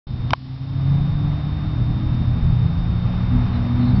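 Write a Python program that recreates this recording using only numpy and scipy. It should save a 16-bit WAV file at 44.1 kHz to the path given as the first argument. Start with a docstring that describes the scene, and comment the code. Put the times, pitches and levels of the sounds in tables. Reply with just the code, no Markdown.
"""Racing cars far across a circuit

From a microphone beside an open track, a pack of cars approaches from far off, each engine's firings
a low drone that climbs or falls. The roar of exhausts and tyres grows slowly; wind rumbles on the mic.
Close by, the camera whines faintly and its button clicks once, ducking the gain control for about
half a second. Three faint high chirps come near the end."""
import sys
import numpy as np
from scipy import signal
from scipy.fft import rfft, irfft
from scipy.io import wavfile

SR = 44100
rng = np.random.default_rng(int(sys.argv[2]) if len(sys.argv) > 2 else 0)


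def transcribe(u):
    """Save the signal u as a 16-bit wav file named by the first command-line argument.

    u: samples, shape (n,) or (channels, n), limited to [-1, 1]; the rate is SR.
    q: integer samples, one column per channel.
    """
    v = np.clip(np.atleast_2d(u).T, -1, 1)
    q = np.round(v * 32767).astype(np.int16)
    wavfile.write(sys.argv[1], SR, q)


N = 176400
TIME = np.arange(N) / SR


def engines(orders=8, higher_orders_db=-39, trim_db=-1, fade_s=.053):
    """Single cars out on the track: a firing tone and its harmonics, fluttering through the air."""
    # One curve an engine. Each row: time in seconds, firing rate in Hz, firing tone in dB, octave in dB.
    curves = [
        [(.05, 122.2, -24.5, -42.5), (.5, 131.6, -23, -30.5), (.9, 138, -18, -37), (1.4, 146, -22.5, -38.5),
         (2.05, 155.5, -30, -37.5), (2.3, 158.8, -31, -44.5), (2.5, 155.8, -21.5, -48),
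         (2.85, 137.1, -32, -41.5)],
        [(1.7, 118.3, -22.5, -63.5), (2.1, 122.4, -20.5, -51.5), (2.45, 120.7, -20, -37),
         (2.9, 119.7, -21.5, -38), (3.2, 118.1, -23.5, -42), (3.45, 119.5, -19, -28.5),
         (3.65, 120.6, -22, -26.5), (3.83, 122.2, -18, -21.5), (4.1, 123.5, -10, -32)],
        [(2.35, 161.4, -27.5, -53.5), (2.7, 168, -24, -69.5), (3, 176.4, -29.5, -58), (3.5, 186, -27, -56.5),
         (3.75, 189, -34, -64), (4.1, 195, -16.5, -62)],
        [(1.3, 89.8, -34.5, -36), (1.8, 98, -40, -35), (2.2, 105.2, -43.5, -31.5), (2.55, 110.8, -54, -39)],
        [(1.4, 129, -51, -49.5), (1.9, 133.4, -28.5, -36.5), (2.35, 137, -40.5, -40)],
        [(.9, 103.7, -34, -37), (1.3, 107.5, -46.5, -42.5), (1.7, 113, -35, -49), (2.2, 119.7, -57, -32),
         (2.55, 118.7, -55, -41.5)],
        [(.55, 109, -35.5, -82), (.8, 96.04, -21.5, -58), (1.2, 77.27, -35.5, -34.5), (1.5, 63.8, -30, -51.5),
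         (1.8, 70.7, -30, -41.5), (2.2, 85.13, -24.5, -29.5), (2.45, 90.7, -24, -57.5), (3.1, 82, -27, -58),
         (4.1, 79, -27, -52)],
        [(.7, 109.3, -38, -65.5), (1.2, 103, -26.5, -61.5), (1.7, 94.3, -30, -38.5), (2.1, 93, -35, -43.5)],
        [(.6, 80.9, -55, -38.5), (.9, 84.7, -45, -26), (1.1, 84.5, -27, -26.5), (1.35, 83.18, -60, -33)],
        [(3.2, 124, -44, -45.5), (3.35, 123, -38, -20), (3.55, 116.6, -28, -37)],
    ]
    pitch_wander, flutter_db, roughness, rough_hz = .00302, 1.66, .2, 37
    out = np.zeros(N)
    for curve in curves:
        hz, firing_db, octave_db = in_time(curve)
        hz = hz * (1 + pitch_wander * drift(4.42))
        phase = 2 * np.pi * (np.cumsum(hz) / SR + rng.random())
        levels = [firing_db, octave_db] + [firing_db + higher_orders_db] * (orders - 2)
        drone = np.zeros(N)
        for order, db in enumerate(levels, 1):
            gain = from_db(db + trim_db + flutter_db * drift(5))
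            drone += gain * np.sqrt(2) * np.sin(order * phase + 2 * np.pi * rng.random())
        fade = np.clip(np.minimum(TIME - curve[0][0], curve[-1][0] - TIME) / fade_s, 0, 1)
        uneven_firings = 1 + roughness * drift(rough_hz)
        out += drone * fade * uneven_firings
    return out


def far_pack():
    """In the distance the other engines merge into a drone, with exhaust and tyre roar above it."""
    # The colour of each. Each row: frequency in Hz, relative density in dB.
    drone_spectrum = [(50, -12), (85, 3.5), (125, 0), (170, -7.5), (220, -10), (280, -14.5), (340, -18.5),
                      (450, -35.5)]
    roar_spectrum = [(200, -9.5), (330, -12.5), (450, -4), (780, 1.5), (930, -2), (1180, -1), (1500, -7.5),
                     (1900, -10), (2300, -11), (3300, -18), (5500, -26.5)]
    # How loud each arrives at the microphone. Each row: time in seconds, level in dB.
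    drone_level = [(0, -23), (1, -30), (1.6, -29.5), (2.5, -37), (3.1, -28), (3.7, -25), (4, -18)]
    roar_level = [(0, -44), (1.1, -42), (2, -42), (2.9, -41.5), (3.4, -38), (4, -38)]
    drone = noise(drone_spectrum) * from_db(in_time(drone_level)[0])
    roar = noise(roar_spectrum) * from_db(in_time(roar_level)[0] + .44 * drift(4.4))
    return drone + roar


def wind(lumpy_db=3.2, buffet_half_s=.022):
    """Slow gusts and short buffets rumble right on the microphone."""
    # The rumble's colour. Each row: frequency in Hz, relative density in dB.
    spectrum = [(15, -8), (25, -2.5), (40, 3.5), (70, -1), (120, -3), (200, -13), (400, -27.5),
                (800, -45.5)]
    # Slow gusts. Each row: time in seconds, level in dB.
    gusts = [(0, -29), (.7, -32.5), (1.2, -26.5), (1.45, -33.5), (1.75, -25), (2.15, -28), (2.4, -23.5),
             (2.7, -24.5), (2.95, -22), (3.5, -25), (3.7, -34.5), (4, -22.5)]
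    # Short buffets. Each row: time of the peak in seconds, rise in dB.
    buffets = [(.26, 5), (.93, 5), (1.1, 8), (1.17, 7), (2.38, 8), (2.44, 6), (3.935, 7)]
    buffets_db = sum(db * np.exp(-((TIME - s) / buffet_half_s) ** 2) for s, db in buffets)
    return noise(spectrum) * from_db(in_time(gusts)[0] + buffets_db + lumpy_db * drift(30))


def button():
    """At the microphone, a light bright tick, then a hard double snap rings the camera's plastic body."""
    # The button's contacts. Each row: time in seconds, strength at 1 kHz in dB, tilt in dB per octave.
    contacts = [(.3070, -29, 10), (.3338, -12, -1), (.3351, 2, -1)]
    # The body's modes. Each row: frequency in Hz, level in dB, seconds to fall by 60 dB.
    modes = [(722, 1.5, 0.0072), (1030, 5, .02), (1100, 0, 0.026), (2320, -1, 0.0056), (2990, -8.5, 0.012),
             (4110, -25.5, 0.0068), (4820, -22, 0.0072)]
    s, db, tilt_db = np.transpose(contacts)
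    out = np.zeros(N)
    for hz, mode_db, t60 in modes:
        clicks = np.zeros(N)
        clicks[(s * SR).astype(int)] = from_db(db + mode_db + tilt_db * np.log2(hz / 1000))
        radius, angle = from_db(-60 / (t60 * SR)), 2 * np.pi * hz / SR
        out += signal.lfilter([.5, 0, -.5], [1, -2 * radius * np.cos(angle), radius ** 2], clicks + 1e-18)
    return out


def chirps():
    """Faint high squeaks, each a narrow band of noise that glides."""
    # Each row: start and length in seconds, first and last pitch in Hz, width in Hz, level in dB.
    squeaks = [(3.53, .05, 4080, 3930, 70, -50), (3.8, .13, 3920, 4020, 160, -49),
               (3.79, .23, 4330, 4520, 10, -54)]
    out = np.zeros(N)
    for s, length, start_hz, end_hz, width_hz, db in squeaks:
        along = np.clip((TIME - s) / length, 0, 1)
        phase = 2 * np.pi * np.cumsum(start_hz + (end_hz - start_hz) * along) / SR
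        band = drift(width_hz) * np.cos(phase) + drift(width_hz) * np.sin(phase)
        swell = np.sqrt(np.abs(np.sin(np.pi * along)))
        out += from_db(db) * swell * band
    return out


def camera_whine(hz=3655, rms_db=-50.5, slips_per_s=15, slip_cycles=1 / 3):
    """A thin electrical whine in the background, its phase slipping at a steady rate."""
    cycles = hz * TIME + slip_cycles * np.floor(TIME * slips_per_s)
    return from_db(rms_db) * np.sqrt(2) * np.sin(2 * np.pi * cycles)


def from_db(db):
    """Decibels to gain."""
    return 10 ** (np.asarray(db) / 20)


def rms_one(x):
    """Scale to an rms of 1."""
    return x / np.sqrt(np.mean(x ** 2) + 1e-20)


def in_time(rows):
    """A curve's columns at every sample; its first column is the time in seconds."""
    s, *columns = np.transpose(rows)
    return [np.interp(TIME, s, column) for column in columns]


def drift(rate_hz):
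    """Smooth random motion with a spread of 1."""
    hop, settle = 40, 2000   # samples a step; steps for the filter to settle
    pole = np.exp(-2 * np.pi * rate_hz * hop / SR)
    white = rng.standard_normal(N // hop + settle + 2)
    slow = signal.lfilter([1], [1, -2 * pole, pole * pole], white)[settle:]
    return np.interp(np.arange(N) / hop, np.arange(len(slow)), rms_one(slow))


def noise(spectrum):
    """Noise of rms 1, coloured by rows of Hz and dB and falling away beyond them."""
    hz, db = np.transpose(spectrum)
    bins = np.maximum(np.arange(N // 2 + 1) * SR / N, 1)
    gain = from_db(np.interp(np.log(bins), np.log(hz), db))
    skirts = np.minimum(bins / hz[0], 1) ** 2 * np.minimum(hz[-1] / bins, 1) ** 2
    return rms_one(irfft(rfft(rng.standard_normal(N)) * gain * skirts, N))


def scene():
    """Everything at one microphone beside the track."""
    return (engines() + far_pack() + wind() + button() + chirps() + camera_whine())[None]


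def gain_control(x, limit_db=.5, start_cut_db=8.5, attack_s=.0003, release_db_per_s=27.5):
    """The gain starts low and climbs steadily back to full; peaks over the limit pull it down."""
    peak_db = 20 * np.log10(np.abs(x).max(axis=0) + 1e-9)
    over_db = np.maximum(peak_db - limit_db, 0)
    climb_db = release_db_per_s * TIME
    cut_db = np.maximum(np.maximum.accumulate(over_db + climb_db), start_cut_db) - climb_db
    pole = np.exp(-1 / (attack_s * SR))
    return x * from_db(-signal.lfilter([1 - pole], [1, -pole], cut_db))


def record(dry):
    """The camera's input: gain control, rounded peaks, hiss and a steep treble cut."""
    # The recorder's hiss. Each row: frequency in Hz, relative density in dB.
    hiss_spectrum = [(300, -3.5), (2000, 6), (4000, 11), (5300, 8.5), (6500, -26)]
    ceiling, hiss_db, opens_s, cutoff_hz = .7, -54.5, .068, 5650
    x = gain_control(dry)
    x = x / (1 + (x / ceiling) ** 4) ** (1 / 4)
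    x = x + from_db(hiss_db) * noise(hiss_spectrum)
    x = x * np.clip((TIME - opens_s) / .003, 0, 1)   # silent until the input opens
    return signal.sosfilt(signal.ellip(8, .3, 80, cutoff_hz, fs=SR, output="sos"), x)


dry = scene()
out = record(dry)
transcribe(out)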